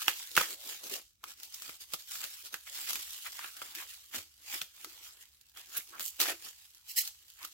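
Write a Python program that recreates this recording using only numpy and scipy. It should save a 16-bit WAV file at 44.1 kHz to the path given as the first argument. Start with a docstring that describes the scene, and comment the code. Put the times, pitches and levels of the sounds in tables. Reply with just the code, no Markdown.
"""Bubble wrap rustles and crinkles as hands turn a flat cardboard package on a table in a small room.
The crinkle is many tiny bucklings of the plastic film, while the card under it scrapes and rumbles.
Creases snap against the card and thump the package. Near the end, scissors cut a fold,
tear through the tight film in small catches, then glide along it with a squeal."""
import sys
import numpy as np
from scipy import signal
from scipy.fft import rfft, irfft, next_fast_len
from scipy.io import wavfile
from scipy.ndimage import uniform_filter1d, map_coordinates

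SR = 44100
rng = np.random.default_rng(int(sys.argv[2]) if len(sys.argv) > 2 else 0)


def master(y):
    """Save y as 16-bit WAV."""
    cut = np.clip(np.atleast_2d(y).T, -1, 1)
    pcm = np.round(cut * 32767)  # scale
    wavfile.write(sys.argv[1], SR, pcm.astype(np.int16))


N = 332065
TIME = np.arange(N) / SR
TOP_HZ = 16000

# tone of a crease as it flips: (frequency [Hz], level [dB])
CRACK_TONE = [(1200, -39), (2800, -4), (4500, -1), (7000, -4), (9300, -9.5), (12000, -3), (15500, -4.5)]


def handling():
    """The film crinkles, brighter when worked harder; the card under it scrapes and rumbles."""
    # tones of the film, its high sheen, the card and the hollow package: (frequency [Hz], level [dB])
    film_tone = [(900, -30), (2000, -16), (2900, -2.5), (4300, -2.5), (5600, -3), (7600, -2.5),
                 (9300, -7.5), (12000, -5), (15500, -7.5)]
    sheen_tone = [(4000, -31), (9000, -13.5), (11500, -1.5), (15500, 0.5)]
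    card_tone = [(450, -24.5), (780, -5), (1000, -4), (1280, -0.5), (1700, 0.5), (2400, 0.5), (3400, -2),
                 (5000, -25.5)]
    hollow_tone = [(60, -34), (150, -20), (230, -8), (330, -1), (450, -2.5), (650, -4.5), (850, -8),
                   (1400, -42.5)]
    film_db, card_db, hollow_db = hand_effort()
    grip_db = wobble(30) + 1.5 * wobble(130)  # fingers catch and let go
    film = amp(film_db - 0.6) * crinkle(film_tone, 1500, scatter_db=4.5, t60=.0093, bed=.6, flex_db=2.5)
    dimples = amp(film_db - 18) * bubbles(centre_hz=4500, octaves=.6, cycles=18, scatter_db=4, count=1500)
    # creases fade less than the rustle, so single ticks stand out when the hands rest
    crease_db = -59.5 + .8 * (film_db - np.median(film_db))
    ticks = amp(crease_db) * creases(per_s=60, scatter_db=3)
    sheen_db = film_db - 4.5 + .22 * (film_db + 40.5)
    sheen = amp(sheen_db) * crinkle(sheen_tone, 670, scatter_db=.5, t60=.003, bed=.5, flex_db=1.5)
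    card = amp(card_db - 1) * crinkle(card_tone, 260, scatter_db=2.5, t60=.0099, bed=.51, flex_db=3)
    hollow = amp(hollow_db - 3) * crinkle(hollow_tone, 110, scatter_db=1, t60=.023, bed=.56, flex_db=5)
    return amp(grip_db) * (film + dimples + ticks + sheen + card + hollow)


def hand_effort():
    """Levels in dB of film, card and package: each stroke swells and fades over the holding hand."""
    # hand strokes on the wrap: (peak time [s], rise [s], fall [s], film [dB], card [dB], package [dB])
    strokes = [(0.022, 0.05, 0.037, -40.5, -44, -83), (0.09, 0.036, 0.039, -35, -37.5, -55.0),
               (0.38, 0.02, 0.11, -30.5, -33, -43), (0.529, 0.241, 0.032, -41, -52, -58.5),
               (0.71, 0.158, 0.119, -41.5, -52, -64.5), (0.853, 0.049, 0.135, -44, -51.5, -50.5),
               (0.938, 0.051, 0.071, -38.5, -46.5, -51.5), (1.309, 0.087, 0.049, -48.5, -54.5, -61.5),
               (1.451, 0.114, 0.051, -51, -58.5, -71), (1.548, 0.121, 0.449, -51, -63, -83),
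               (1.695, 0.1, 0.08, -48.5, -55.5, -65.5), (1.813, 0.02, 0.053, -46.5, -60, -71),
               (1.937, 0.05, 0.056, -43.5, -53.5, -72), (2.0, 0.018, 0.058, -47.5, -56.5, -74),
               (2.122, 0.066, 0.26, -41.5, -55.5, -73.5), (2.239, 0.039, 0.063, -45, -48, -59),
               (2.465, 0.04, 0.035, -47, -56, -62.5), (2.534, 0.03, 0.059, -47, -51.5, -61.5),
               (2.675, 0.017, 0.035, -46, -49, -69), (2.782, 0.12, 0.25, -39.5, -48, -64),
               (2.9, 0.031, 0.14, -38.5, -45, -60.5), (3.268, 0.032, 0.032, -42.5, -39.5, -71),
               (3.446, 0.137, 0.067, -47.5, -44.0, -66.5), (3.63, 0.114, 0.11, -47.5, -49.5, -64.5),
               (3.812, 0.128, 0.062, -45, -46.0, -63), (3.899, 0.033, 0.119, -47.5, -56, -79.0),
               (4.158, 0.041, 0.073, -37, -40.5, -50.5), (4.551, 0.13, 0.112, -40.0, -45.5, -59),
               (4.845, 0.143, 0.63, -52.5, -59.5, -71.5), (5.063, 0.061, 0.086, -49, -59, -74.0),
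               (5.218, 0.04, 0.044, -54, -72, -89), (5.575, 0.036, 0.099, -50, -51.5, -63.5),
               (5.782, 0.12, 0.046, -42.5, -49.0, -62.5), (6.013, 0.12, 0.074, -62.5, -51.5, -54.5),
               (6.208, 0.018, 0.057, -28.5, -33.5, -42), (6.291, 0.088, 0.053, -34.5, -34.5, -46),
               (6.453, 0.057, 0.1, -45, -53.5, -66.5), (6.895, 0.058, 0.258, -51, -66, -85),
               (7.057, 0.049, 0.07, -45, -55.5, -71.5), (7.453, 0.096, 0.043, -47.5, -50.5, -72.5)]
    # film rustle under the holding hand: (time [s], level [dB])
    holding = [(0.0, -43), (0.33, -47.5), (0.58, -56.5), (1.0, -58), (1.15, -77.5), (1.5, -75.5),
               (2.05, -59), (2.33, -48), (2.62, -59), (3.05, -44.5), (3.7, -53), (4.35, -62.67),
               (4.95, -63.5), (5.45, -70), (5.9, -55.5), (6.6, -57.5), (6.8, -65), (7.52, -58.5)]
    offsets_db = np.array([[0], [-12.5], [-29.5]])  # card and package are quieter than the film
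    power = amp(curves(holding)[0] + offsets_db) ** 2
    for s, rise, fall, *levels_db in strokes:
        away = np.maximum((s - TIME) / rise, (TIME - s) / fall)
        near = away < 2
        drop_db = 21 * away[near] ** 1.584  # a swell with a rounded top
        power[:, near] += amp(np.array(levels_db)[:, None] - drop_db) ** 2
    return 10 * np.log10(power)


def crinkle(tone, per_s, scatter_db, t60, bed, flex_db):
    """A sheet buckles in tiny random clicks, most weak and a few strong."""
    strength = np.minimum(rng.exponential(size=N), 4)
    clicks = (rng.random(N) < per_s / SR) * amp(scatter_db * strength)
    rustle = spread(grains(clicks, t60, bed))
    return unit(colour(flexing(rustle, flex_db), tone))


def flexing(x, depth_db):
    """A sheet's resonances drift as it bends: patches of the sound grow louder and softer."""
    spectra = signal.stft(x, nperseg=512)[2]
    patches = rng.standard_normal(spectra.shape[1:])
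    for _ in range(2):
        patches = uniform_filter1d(uniform_filter1d(patches, size=3, axis=0), size=7, axis=1)
    return signal.istft(spectra * amp(depth_db * unit(patches)), nperseg=512)[1][:, :N]


def bubbles(centre_hz, octaves, cycles, scatter_db, count):
    """Single air bubbles dimple and ring briefly, each at its own pitch and place."""
    when, place, lag = rng.random((count, 3)).T[:, :, None]
    pitch, size = np.clip(rng.standard_normal((count, 2)), -2, 2).T[:, :, None]
    hz = np.minimum(centre_hz * 2 ** (octaves * pitch), TOP_HZ)
    t = np.arange(SR // 100) / SR
    ring = amp(scatter_db * size - 60 * t * hz / cycles) * np.sin(2 * np.pi * hz * t) / np.sqrt(hz)
    ring = np.diff(ring, prepend=0)  # a tiny bubble gives off no bass
    start = (when * N).astype(int) + np.arange(len(t))
    delay = (24 * lag).astype(int)  # in samples
    ears = [(start + delay, .5 + place), (start + delay.max() - delay, 1.5 - place)]
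    return unit(np.array([np.bincount(i.ravel(), (gain * ring).ravel(), N)[:N] for i, gain in ears]))


def creases(per_s, scatter_db):
    """Small creases flip at random, each a dry tick."""
    flips = rng.random(N) < per_s / SR
    sizes = amp(scatter_db * np.clip(rng.standard_normal(N), -2, 2))
    return unit(colour(spread(grains(flips * sizes, t60=.003, bed=0)), CRACK_TONE))


def snaps():
    """A crease flips with a crack, knocks the card and thumps the package."""
    # loud crease snaps and fingernail taps: (time [s], crack [dB], knock [dB], thud [dB])
    hits = [(0.0183, -45.5, -49, -80), (0.0813, -34, -29.5, -50.5), (0.353, -42.5, -57, -80),
            (0.366, -32.5, -34, -64), (0.3763, -33, -27, -42.5), (0.382, -43, -38.5, -49),
            (0.4102, -38.5, -40.5, -52), (0.414, -40.5, -41, -51.5), (0.898, -47.5, -70, -70),
            (1.24, -50, -52.5, -68), (1.4329, -48.5, -71, -80), (1.5445, -48, -72, -88),
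            (1.621, -47.5, -63, -73), (1.6938, -53, -54, -62.5), (1.936, -38, -53.5, -50),
            (1.9408, -46, -49.5, -65), (2.155, -46, -55, -75), (2.2405, -42.5, -50, -64.5),
            (2.5416, -43.5, -44.5, -63.5), (2.896, -43.5, -69, -74), (2.906, -43, -62, -71),
            (2.932, -41, -55.5, -74), (2.956, -41, -49.5, -62.5), (3.3919, -51, -50.5, -86),
            (3.444, -58, -50.5, -75), (3.6175, -53, -48, -60.5), (3.751, -45.5, -61, -75),
            (4.1451, -54.5, -55, -58.5), (4.616, -41.5, -48.5, -60.5), (4.8456, -47.5, -54.5, -66.5),
            (5.412, -64.5, -93, -100), (5.573, -54.5, -65.5, -82), (5.7814, -49, -73, -64.5),
            (5.9957, -44.5, -53.5, -69), (6.0066, -44, -53.5, -65), (6.2018, -32, -47, -74),
            (6.2152, -31.5, -45.5, -78), (6.748, -61, -83, -100), (7.0514, -49, -76.5, -83),
            (7.076, -43.5, -70, -83.5), (7.4491, -45.5, -54, -73)]
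    # resonances of the bending card: (frequency [Hz], width [Hz], level [dB])
    card_modes = [(858, 150, -6), (1270, 172, 3), (1663, 350, -3.5), (2063, 160, -2), (2543, 450, -3.5),
                  (3330, 590, -8.5)]
    # tone of the thumped package: (frequency [Hz], level [dB])
    thud_tone = [(40, -13), (110, -8), (165, -3.5), (240, -6), (340, -3), (420, -0.5), (650, 0.5),
                 (900, -8), (1400, -27.5)]
    out = np.zeros((2, N + SR))
    for s, crack_db, knock_db, thud_db in hits:
        crack = amp(crack_db) * unit(colour(burst(t60=.0035, tail_db=-7.5, tail_t60=.057), CRACK_TONE))
        # each grip retunes the card and favours other resonances
        modes = [(hz * (1 + .025 * rng.standard_normal()), width, db + 2.9 * rng.standard_normal())
                 for hz, width, db in card_modes]
        blow = burst(t60=.004, tail_db=-11.5, tail_t60=.047)
        blow[:, 0] += 4.5  # the first push is the same left and right
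        knock = amp(knock_db) * unit(resonate(blow, modes))
        thud = amp(thud_db) * unit(colour(blow, thud_tone))
        out[:, round(s * SR):][:, :crack.shape[1]] += crack + knock + thud
    return out[:, :N]


def burst(t60, tail_db, tail_t60):
    """A sharp release, then a shiver of the wrap; t60 is the seconds taken to fade by 60 dB."""
    t = np.arange(SR // 20) / SR
    shape = amp(-60 * t / t60) + amp(tail_db - 60 * t / tail_t60)
    return spread(shape * rng.standard_normal((2, len(t))))


def scissors():
    """Blades cut a fold, tear on in catches, then glide so fast that the catches merge into a squeal."""
    # the blades close on a fold: (time [s], level [dB])
    cutting = [(5.76, -65), (5.768, -30.5), (5.781, -26.5), (5.786, -41), (5.805, -63.5)]
    # tone of that cut: (frequency [Hz], level [dB])
    cut_tone = [(2000, -23), (4000, -14.5), (9000, -15.5), (10500, 0), (15500, -1)]
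    # a blade tears the film, then glides along it: (time [s], level [dB], catches [per s])
    tearing = [(5.997, -43.5, 160), (6.01, -42, 290), (6.035, -40, 300), (6.055, -38.5, 240),
               (6.08, -41, 240), (6.105, -50.5, 260), (6.12, -67, 290)]
    gliding = [(6.88, -54.5, 1300), (6.893, -43, 1350), (6.915, -41.5, 1400), (6.952, -67.5, 1600),
               (6.964, -34.5, 1750), (6.976, -26.5, 1900), (6.989, -23.5, 2030), (7.0, -32.5, 1900),
               (7.018, -33.5, 3600), (7.045, -65, 2200)]
    # resonances of the torn edge and the tight film: (frequency [Hz], width [Hz], level [dB])
    edge_modes = [(3000, 420, -1.5), (4440, 1000, -2), (7550, 1100, 4), (11400, 1300, 0.5),
                  (14600, 1600, 3.5)]
    film_modes = [(1937, 280, -5), (3020, 300, -1), (4020, 260, 0.5), (5220, 870, 2), (6580, 400, -1.5),
                  (7710, 630, 1), (10470, 480, -0.5), (12200, 1400, 1.5), (14200, 610, 3),
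                  (15500, 900, -2.5)]
    cut = amp(-0.5) * gesture(cutting) * unit(colour(stereo_noise(N), cut_tone))
    catches = slips(curves(tearing)[1], jitter=.19, scatter_db=-3)
    rip = spread(grains(catches, t60=.0033, bed=.09))
    tear = gesture(tearing) * unit(resonate(rip, edge_modes))
    buzz = unit(slips(curves(gliding)[1], jitter=.06, scatter_db=1))
    squeal = gesture(gliding) * unit(resonate(.6 * buzz + .8 * stereo_noise(N), film_modes))
    # thin film gives off no bass
    return cut + filtered(tear + squeal, lambda hz: 1 - 1 / (1 + (hz / 1600) ** 8))


def slips(per_s, jitter, scatter_db):
    """The film sticks and slips on the blade, making clicks at an uneven rate."""
    cycles = np.floor(np.cumsum(per_s * (1 + jitter * wobble(300))) / SR)
    return np.diff(cycles, prepend=0) * amp(scatter_db * rng.standard_normal(N))


def accents():
    """Short swells of noise around one pitch: accents on the snaps, low bumps and brief creaks."""
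    # noise swells: (peak time [s], half length [s], frequency [Hz], level [dB])
    swells = [(.38, .004, 960, -32.5), (0.383, .0065, 125, -54), (0.605, .08, 610, -67.5),
              (0.923, 0.0092, 388, -48), (1.239, 0.003, 1070, -44.5), (1.543, 0.0025, 5200, -40.5),
              (4.159, 0.015, 250, -57.5), (4.174, 0.0092, 91.5, -58), (4.615, .002, 3450, -36),
              (4.864, 0.0068, 332, -58.5), (5.95, .014, 1280, -49), (6.293, .023, 675, -45),
              (6.322, 0.017, 363, -54.5), (7.425, 0.017, 1110, -56)]
    out = np.zeros((2, N + SR))
    t = np.arange(SR // 2) / SR
    middle = t[-1] / 2
    for s, half, hz, db in swells:
        swell = np.exp(-.5 * ((t - middle) / half) ** 2)
        noise = stereo_noise(len(t)) * swell
        width_hz = .27 * hz
        band = resonate(resonate(noise, [(hz, width_hz, 0)]), [(hz, 2 * width_hz, 0)])
        gain = amp(db) * np.sqrt(np.mean(swell ** 2))
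        out[:, round((s - middle) * SR):][:, :len(t)] += gain * unit(band)
    return out[:, :N]


def trapped_air(x):
    """Air inside the package rings on."""
    # its resonances: (frequency [Hz], width [Hz], level [dB])
    air_modes = [(332.2, 10, -1), (650, 9.3, -6.5)]
    return resonate(x, air_modes)


def room(x):
    """Sound bounces off the table and walls and quickly dies away."""
    # how long the echo lasts: (frequency [Hz], time to fade by 60 dB [s])
    fade_times = [(150, 0.13), (1500, 0.21), (6000, 0.4), (15000, 0.27)]
    hz, t, spectra = signal.stft(rng.standard_normal((2, SR // 2)), SR, nperseg=256)
    fade = amp(-60 * t / along(fade_times, hz)[:, None])
    echo = signal.istft(spectra * fade, SR, nperseg=256)[1]
    echo = spread(echo / np.linalg.norm(echo[0]))
    echo = np.pad(echo, ((0, 0), (SR // 250, 0)))  # arrives 4 ms late
    return signal.fftconvolve(x, echo, axes=1)[:, :N]


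def background():
    """Quiet room air with a low hum."""
    # tone of the air: (frequency [Hz], level [dB])
    air_tone = [(15, -38), (25, -11), (70, 7.5), (108, -6), (149, -7.5), (175, -38), (212, -8.5),
                (249, -21), (335, -15.5), (430, -26), (607, -25), (754, -30), (1020, -25.5), (2990, -29),
                (16000, -40)]
    air = unit(colour(stereo_noise(N), air_tone))
    return amp(-78.5) * air + amp(-94.5) * np.sin(2 * np.pi * 70 * TIME)


def grains(clicks, t60, bed):
    """Each click becomes a tiny fading noise burst; bed is the share of smooth sliding noise."""
    t = np.arange(SR // 20) / SR
    power = np.abs(signal.fftconvolve(clicks ** 2, amp(-60 * t / t60) ** 2)[:N])
    return np.sqrt(bed + (1 - bed) * power / power.mean()) * rng.standard_normal((2, N))


def spread(pair):
    """Mix two signals to left and right: alike in the bass, unrelated in the treble."""
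    # how alike the two sides are: (frequency [Hz], likeness [-1 to 1])
    likeness = [(100, 0.76), (350, 0.68), (700, 0.52), (1400, 0.2), (2600, -0.054), (6000, -0.13),
                (15000, 0)]
    turn = lambda hz: np.arccos(along(likeness, hz)) / 2
    mid, side = filtered(pair, lambda hz: np.array([np.cos(turn(hz)), np.sin(turn(hz))]))
    return np.array([mid + side, mid - side])


def stereo_noise(n):
    """n samples of hiss, left and right."""
    return spread(rng.standard_normal((2, n)))


def resonate(x, modes):
    """Ring x through resonances: (frequency [Hz], width [Hz], level [dB])."""
    return filtered(x, lambda hz: sum(amp(db) * 1j * hz * w / (c * c - hz * hz + 1j * hz * w) * (-1) ** k
                                      for k, (c, w, db) in enumerate(modes)))


def colour(x, tone):
    """Give x a tone, falling away beyond the table's ends."""
    def response(hz):
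        skirts = 1 / (1 + (tone[0][0] / (hz + 1)) ** 2) / (1 + (hz / (2 * tone[-1][0])) ** 4)
        cepstrum = irfft(np.log(amp(along(tone, hz)) * skirts + 1e-6))
        half = len(cepstrum) // 2
        cepstrum[1:half] *= 2
        cepstrum[half + 1:] = 0  # so it rings after a click, never before
        return np.exp(rfft(cepstrum))
    return filtered(x, response)


def filtered(x, response):
    """Multiply each frequency in x by response(hz)."""
    n = x.shape[-1]
    m = 2 * next_fast_len(n)
    return irfft(rfft(x, m) * response(np.fft.rfftfreq(m, 1 / SR)), m)[..., :n]


def gesture(rows):
    """Gain of a short movement, silent outside it."""
    return amp(curves(rows)[0]) * (TIME > rows[0][0]) * (TIME < rows[-1][0])


def curves(rows):
    """One value per sample for each column after the time."""
    times, *columns = np.transpose(rows)
    return [np.interp(TIME, times, column) for column in columns]


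def along(points, hz):
    """Read (frequency, value) points on a log axis."""
    frequencies, values = np.transpose(points)
    return np.interp(np.log(hz + 1), np.log(frequencies), values)


def wobble(per_s):
    """A smooth curve through per_s random points a second."""
    return map_coordinates(rng.standard_normal(int(N * per_s / SR) + 4), [TIME * per_s])


def amp(db):
    """Decibels to gain."""
    return 10 ** (np.asarray(db) / 20)


def unit(x):
    """Scale to an average power of 1."""
    return x / np.sqrt(np.mean(x ** 2) + 1e-20)


def scene():
    """The package lies a little to the right, and the scissors further right."""
    package = (handling() + snaps() + accents()) * amp([[-.7], [.5]])
    direct = package + scissors() * amp([[-1.8], [1.2]])
    return direct + trapped_air(direct) + amp(-13) * room(direct) + background()


def record(dry):
    """Remove the very highest treble."""
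    return filtered(dry, lambda hz: hz < TOP_HZ)


dry = scene()
out = record(dry)
master(out)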